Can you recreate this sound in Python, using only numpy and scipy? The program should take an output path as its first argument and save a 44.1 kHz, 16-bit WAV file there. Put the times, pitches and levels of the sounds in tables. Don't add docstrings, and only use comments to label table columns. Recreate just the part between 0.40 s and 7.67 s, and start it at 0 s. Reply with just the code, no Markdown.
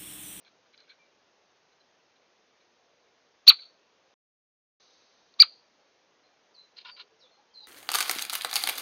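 import sys
import numpy as np
from scipy import signal
from scipy.fft import rfft, irfft, next_fast_len
from scipy.io import wavfile
from scipy.ndimage import uniform_filter1d

SR = 44100
rng = np.random.default_rng(int(sys.argv[2]) if len(sys.argv) > 2 else 0)


def elevation(decibels):
    levels = np.asarray(decibels, float)
    return 10 ** (levels / 20)


def log_audio(samples):
    frames = np.atleast_2d(samples).T
    limited = np.clip(frames, -1, 1)
    pcm = np.round(limited * 32767).astype(np.int16)
    wavfile.write(sys.argv[1], SR, pcm)


N = 320607

# from t/s, to t/s
SILENCE = (3.742, 4.399)


def unit(x):
    return x / np.sqrt(np.mean(x ** 2) + 1e-20)


def along(points, hz):
    f, v = np.transpose(points)
    return np.interp(np.log(hz + 1), np.log(f + 1), v)


def filtered(x, response):
    m = next_fast_len(N + SR // 2)
    return irfft(rfft(x, m) * response(np.fft.rfftfreq(m, 1 / SR)), m)[:N]


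def modes(table):
    def response(f):
        total = 0
        for k, (c, w, db) in enumerate(table):
            total = total + (-1) ** k * elevation(db) * 1j * f * w / (c * c - f * f + 1j * f * w)
        return total
    return response


def add(track, s, sound):
    part = track[round(s * SR):][:len(sound)]
    part += sound[:len(part)]


def scatter(sound):
    # f/Hz, t60/s
    wood = [(1000, 0.18), (2500, 0.2), (4000, 0.39), (4700, 0.37), (7000, .25)]
    hz, t, z = signal.stft(rng.standard_normal(SR // 2), SR, nperseg=256)
    decay = elevation(-60 * t / along(wood, hz)[:, None])
    tail = signal.istft(z * decay, SR, nperseg=256)[1]
    return signal.fftconvolve(sound, tail / np.linalg.norm(tail))


def air():
    # f/Hz, level/dB per Hz
    hiss_spectrum = [(20, -36), (64, -19), (173, -10), (500, -0.5), (1440, -7.5), (4070, -11.5),
                     (6500, -14), (7300, -32)]
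    level_db, patch_db = -67.5, 1.3
    z = signal.stft(rng.standard_normal(N), nperseg=1024)[2]
    field = uniform_filter1d(rng.standard_normal(z.shape), size=3, axis=0)
    field = uniform_filter1d(field, size=4, axis=1)
    patchy = signal.istft(z * elevation(patch_db * unit(field)), nperseg=1024)[1][:N]
    return elevation(level_db) * unit(filtered(patchy, lambda hz: elevation(along(hiss_spectrum, hz))))


def seeds():
    # t/s, hold/s, level/dB, low ring/dB, high ring/dB
    shuffle = [(0.056, .028, -66.5, -9, -6), (0.258, 0.016, -74.5, -1.5, -8), (0.337, 0.011, -66, -4, -6),
               (0.385, 0.035, -70, -2, 4), (0.432, 0.022, -75, -11, -8), (0.48, 0.0036, -71, 1, -7),
               (0.498, 0.004, -57, -11, 1.5), (.514, 0.015, -63, -3, -15), (1.323, .01, -80, -4, 7),
               (1.403, 0.011, -83, 0, 11), (1.76, .008, -72, -3, -4), (2.206, .008, -70.5, -9, -11),
               (2.23, .03, -83, -3, -7), (3.189, 0.0071, -58.5, -9, 6), (6.37, 0.014, -55, -10.5, 4.5),
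               (6.392, 0.028, -62, -17, 0), (6.451, 0.052, -50.5, -3.5, -6.5),
               (6.567, 0.027, -56.5, -6, -5), (6.598, 0.015, -49.5, -6.5, -1.5)]
    # f/Hz, width/Hz, level/dB
    dishes = [
        [(970, 250, -15.5), (1566.4, 230, 0.5), (2310, 250, 3), (3180, 400, 1), (3720, 690, 0), (4050, 220, 8),
         (4750, 530, -4)],
        [(996, 114, -6), (1452, 95, -3.7), (1760, 410, -5), (2313, 150, 2), (2790, 250, 1.5), (3270, 270, 1.9),
         (3730, 150, 2), (4050, 230, 1.5), (4790, 710, -2.5)],
    ]
    # t/s, peak level/dB, f/Hz
    ticks = [(0.0484, -51, 3500), (0.3324, -58, 4000), (0.3433, -58, 3130), (0.377, -46, 4030),
             (0.404, -45, 4020), (0.4968, -59, 3950), (4.9397, -49.5, 4250), (6.37, -47, 4000)]
    grain_db = 2.8
    scuff_db_per_s, trickle_db_per_s = 2603, 894

    t, out = np.arange(N) / SR, np.zeros(N)
    sizes = elevation(grain_db * rng.standard_normal(N // 90 + 1)).repeat(90)[:N]
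    grains = rng.standard_normal(N) * sizes

    def rung(part):
        body = modes(part)
        return unit(filtered(grains, lambda hz: body(hz) ** 2 + 0.19 * body(hz)))

    rings = [[rung(part) for part in (dish[:2], dish[2:-2], dish[-2:])] for dish in dishes]
    for s, hold, db, low_db, high_db in shuffle:
        low, mid, high = rings[int(s > SILENCE[0])]
        loss_db = scuff_db_per_s * np.maximum(s - t, 0)
        loss_db += trickle_db_per_s * np.maximum(t - s - hold, 0)
        out += elevation(db - loss_db) * (mid + elevation(low_db) * low + elevation(high_db + 2.0) * high)

    for s, db, hz in ticks:
        snap = elevation(-60 * t[:SR // 30] / 0.012) * rng.standard_normal(SR // 30)
        husk = signal.iirpeak(hz, 4.2, fs=SR)
        ring = signal.lfilter(*husk, signal.lfilter(*husk, snap))
        add(out, s, elevation(db - 1.0) * ring / np.abs(ring).max())
    return out


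def songbirds():
    # t/s, length/s, start f/Hz, end f/Hz, level/dB
    sweeps = [(6.138, 0.096, 5460, 4050, -57.5), (6.455, 0.12, 5950, 4627, -51.5),
              (6.79, 0.034, 6270, 5380, -69.5), (6.793, 0.081, 6190, 3410, -62),
              (7.135, 0.114, 5170, 4066, -49.5)]
    # t/s, length/s, f/Hz, level/dB
    notes = [(.435, 0.048, 2190, -76), (.585, 0.087, 2300, -70.5), (5.83, .022, 4050, -69),
             (6.905, 0.046, 4160, -67.5), (7.1, .022, 3150, -74), (7.193, .06, 3760, -58),
             (7.145, 0.054, 4540, -73), (7.205, 0.043, 4620, -60), (6.6, 0.088, 408, -73),
             (6.7, 0.072, 440, -68.5), (6.835, 0.03, 508, -66.5), (6.975, 0.015, 823, -61),
             (7.215, 0.033, 829, -63)]
    settle_s_per_octave = .02
    note_start, note_settle = 1.04, 0.49
    flutter_share = 0.014

    out = np.zeros(N)
    song = [(*row, settle_s_per_octave * np.log2(row[2] / row[3])) for row in sweeps]
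    song += [(s, length, note_start * hz, hz, db, note_settle * length) for s, length, hz, db in notes]
    for s, length, start_hz, end_hz, db, glide_s in song:
        t = np.arange(round(length * SR)) / SR
        flutter = unit(uniform_filter1d(rng.standard_normal(SR // 4), size=150))[:len(t)]
        pitch_hz = end_hz + (start_hz - end_hz) * np.exp(-t / glide_s)
        pitch_hz += flutter_share * end_hz * flutter
        swell = np.sin(np.pi * t / length) ** 0.62
        note = elevation(db + 6.5) * swell * np.sin(2 * np.pi * np.cumsum(pitch_hz) / SR)
        echo = scatter(note)
        add(out, s, 0.4 * note)
        add(out, s, elevation(-0.5 - 70 * np.arange(len(echo)) / SR) * echo)
    return out


def arch_of(t):
    half_s, sag = .0105, .125
    catch_share, catch_s = .47, .0017
    slack_share, slack_s, rest_s, sink_per_s = .49, 0.0034, 0.011, 13
    droop_db, push_db, push_from = 6, 5, 0.61
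    bloom_db, bloom_s = 5, .002
    onset_db, onset_s = 18, 0.0018
    swell_db_per_s, lead_s = 1800, .011
    cut_db, cut_s, fade_db_per_s = 10.5, .002, 999.5

    u = np.clip(t / half_s, -1, 1)
    early, late = np.maximum(-t - half_s, 0), np.maximum(t - half_s, 0)
    share = 1 - sag * u ** 2
    share -= (1 - sag - catch_share) * (1 - np.exp(-early / catch_s))
    share -= (1 - sag - slack_share) * (1 - np.exp(-late / slack_s))
    share -= sink_per_s * np.maximum(late - rest_s, 0)

    held_db = push_db * np.clip((u - push_from) / (1 - push_from), 0, 1) - droop_db * u / 2
    held_db -= bloom_db * np.exp(-(u + 1) * half_s / bloom_s)
    ends_db = onset_db * np.minimum(early / onset_s, 1)
    ends_db += swell_db_per_s * (early + 3 * np.maximum(early - lead_s, 0))
    ends_db += cut_db * np.minimum(late / cut_s, 1) + fade_db_per_s * late
    return np.maximum(share, .1), held_db - ends_db


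def woodpecker():
    # centre t/s, top pitch f/Hz, level/dB, stretch, far echo/dB
    calls = [
        (3.0893, 2273, 3.5, 1.03, -0.5),
        (5.0115, 2401, 0.5, 1.05, -19),
    ]
    # multiple, level/dB
    overtones = [(2, -0.81), (3, -32.5)]
    # f/Hz, width/Hz, level/dB
    throat = [(1310, 275, -8), (2540, 906, -6), (4166, 1184, -0.83)]
    # delay/s, t60/s, level/dB
    trunks = [(.007, .02, -17), (.015, .03, -26), (.026, .1, -33)]
    # delay/s, t60/s, level/dB
    far_trunk = (0.117, 0.19, -44.5)
    # f/Hz, level/dB
    sideways = [(800, 5.5), (2400, 7), (3300, 7), (3900, -1.5), (4600, 2.5), (6000, -2)]

    direct, echoes = np.zeros(N), np.zeros(N)
    t = np.arange(-SR // 20, SR // 20) / SR
    bark_t = np.arange(SR // 10) / SR
    for s, top_hz, db, stretch, far_db in calls:
        share, effort_db = arch_of(t / stretch)
        first_db, rasp_db, thin_db = -12 - 2.1 * db, -11 + 2.92 * db, 8.5 - 1.7 * db
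        pitch_hz = uniform_filter1d(top_hz * share, size=40)
        phase = 2 * np.pi * np.cumsum(pitch_hz) / SR
        arch = np.clip((pitch_hz / top_hz - .6) / .3, 0, 1)
        voice = elevation(first_db * arch - 3.5) * np.sin(phase)
        voice += elevation(-30.5) * rng.standard_normal(len(t))
        lost_db = (thin_db + 13.5 * (t < 0)) * (1 - arch)
        for k, level_db in overtones:
            voice += elevation(level_db - lost_db) * np.sin(k * phase)
        call = elevation(db + effort_db) * voice

        rasp = elevation(db + rasp_db + 2500 * (t + .011)) * (t < -.012)
        rasp *= np.clip((t + .027) / .008, 0, 1) ** 2
        breath = signal.lfilter(*signal.iirpeak(3900, 2.8, fs=SR), rng.standard_normal(len(t)))
        add(direct, s + t[0], call + rasp * breath)

        for delay, t60, echo_db in [*trunks, np.add(far_trunk, (0, 0, far_db))]:
            bark = rng.standard_normal(SR // 10) * elevation(-60 * bark_t / t60)
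            echo = signal.fftconvolve(call, bark / np.linalg.norm(bark))
            add(echoes, s + t[0] + delay, elevation(echo_db) * echo)
        add(echoes, s + t[0] + 0.013, elevation(-35.5) * scatter(call))
    off_axis = filtered(echoes, lambda hz: elevation(along(sideways, hz)))
    return filtered(direct + off_axis, modes(throat))


def fading_echo():
    # f/Hz, level/dB per Hz
    fading = [(700, -24), (1000, -7.5), (3200, -12), (3800, 1), (4600, -1), (5500, -7.5), (6300, -1.5),
              (7000, -32.5)]
    t = np.arange(N) / SR
    echo = unit(filtered(rng.standard_normal(N), lambda hz: elevation(along(fading, hz))))
    decay = elevation(-64 - 60 * np.abs(t - SILENCE[1]) / 3.1)
    return echo * decay * (t > SILENCE[0])


def scene():
    return (air() + seeds() + songbirds() + woodpecker() + fading_echo())[None]


def clip(x, top, knee):
    return x / (1 + np.abs(x / top) ** knee) ** (1 / knee)


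def smear(x, db, skirt_db):
    power = np.abs(signal.stft(x, nperseg=256)[2]) ** 2
    error = signal.stft(rng.standard_normal(len(x)), nperseg=256)[2]
    near, wide = [np.sqrt(np.abs(uniform_filter1d(power, size=bins, axis=0))) for bins in (10, 80)]
    mask = elevation(db) * near + elevation(skirt_db) * wide
    return x + signal.istft(mask * error / np.std(error), nperseg=256)[1][:len(x)]


def band_limit(x):
    return signal.sosfilt(signal.butter(12, 16440, fs=SR, output="sos"), x)


def record(dry):
    slow = signal.resample_poly(dry[0], 160, 441)
    slow = clip(slow, 0.7, knee=33)
    slow = slow + 0.005 * slow ** 2
    slow = smear(slow, db=-24, skirt_db=-32.0)
    fast = signal.resample_poly(slow, 441, 160)[:N]
    fast = filtered(fast, lambda hz: np.clip((7000 - hz) / 250, 0, 1))
    t = np.arange(N) / SR
    gate = np.clip(np.maximum(SILENCE[0] - t, t - SILENCE[1]) / 0.0022, 0, 1)
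    return band_limit((gate * clip(fast, 0.72, knee=34))[None])


dry = scene()
out = record(dry)
log_audio(out)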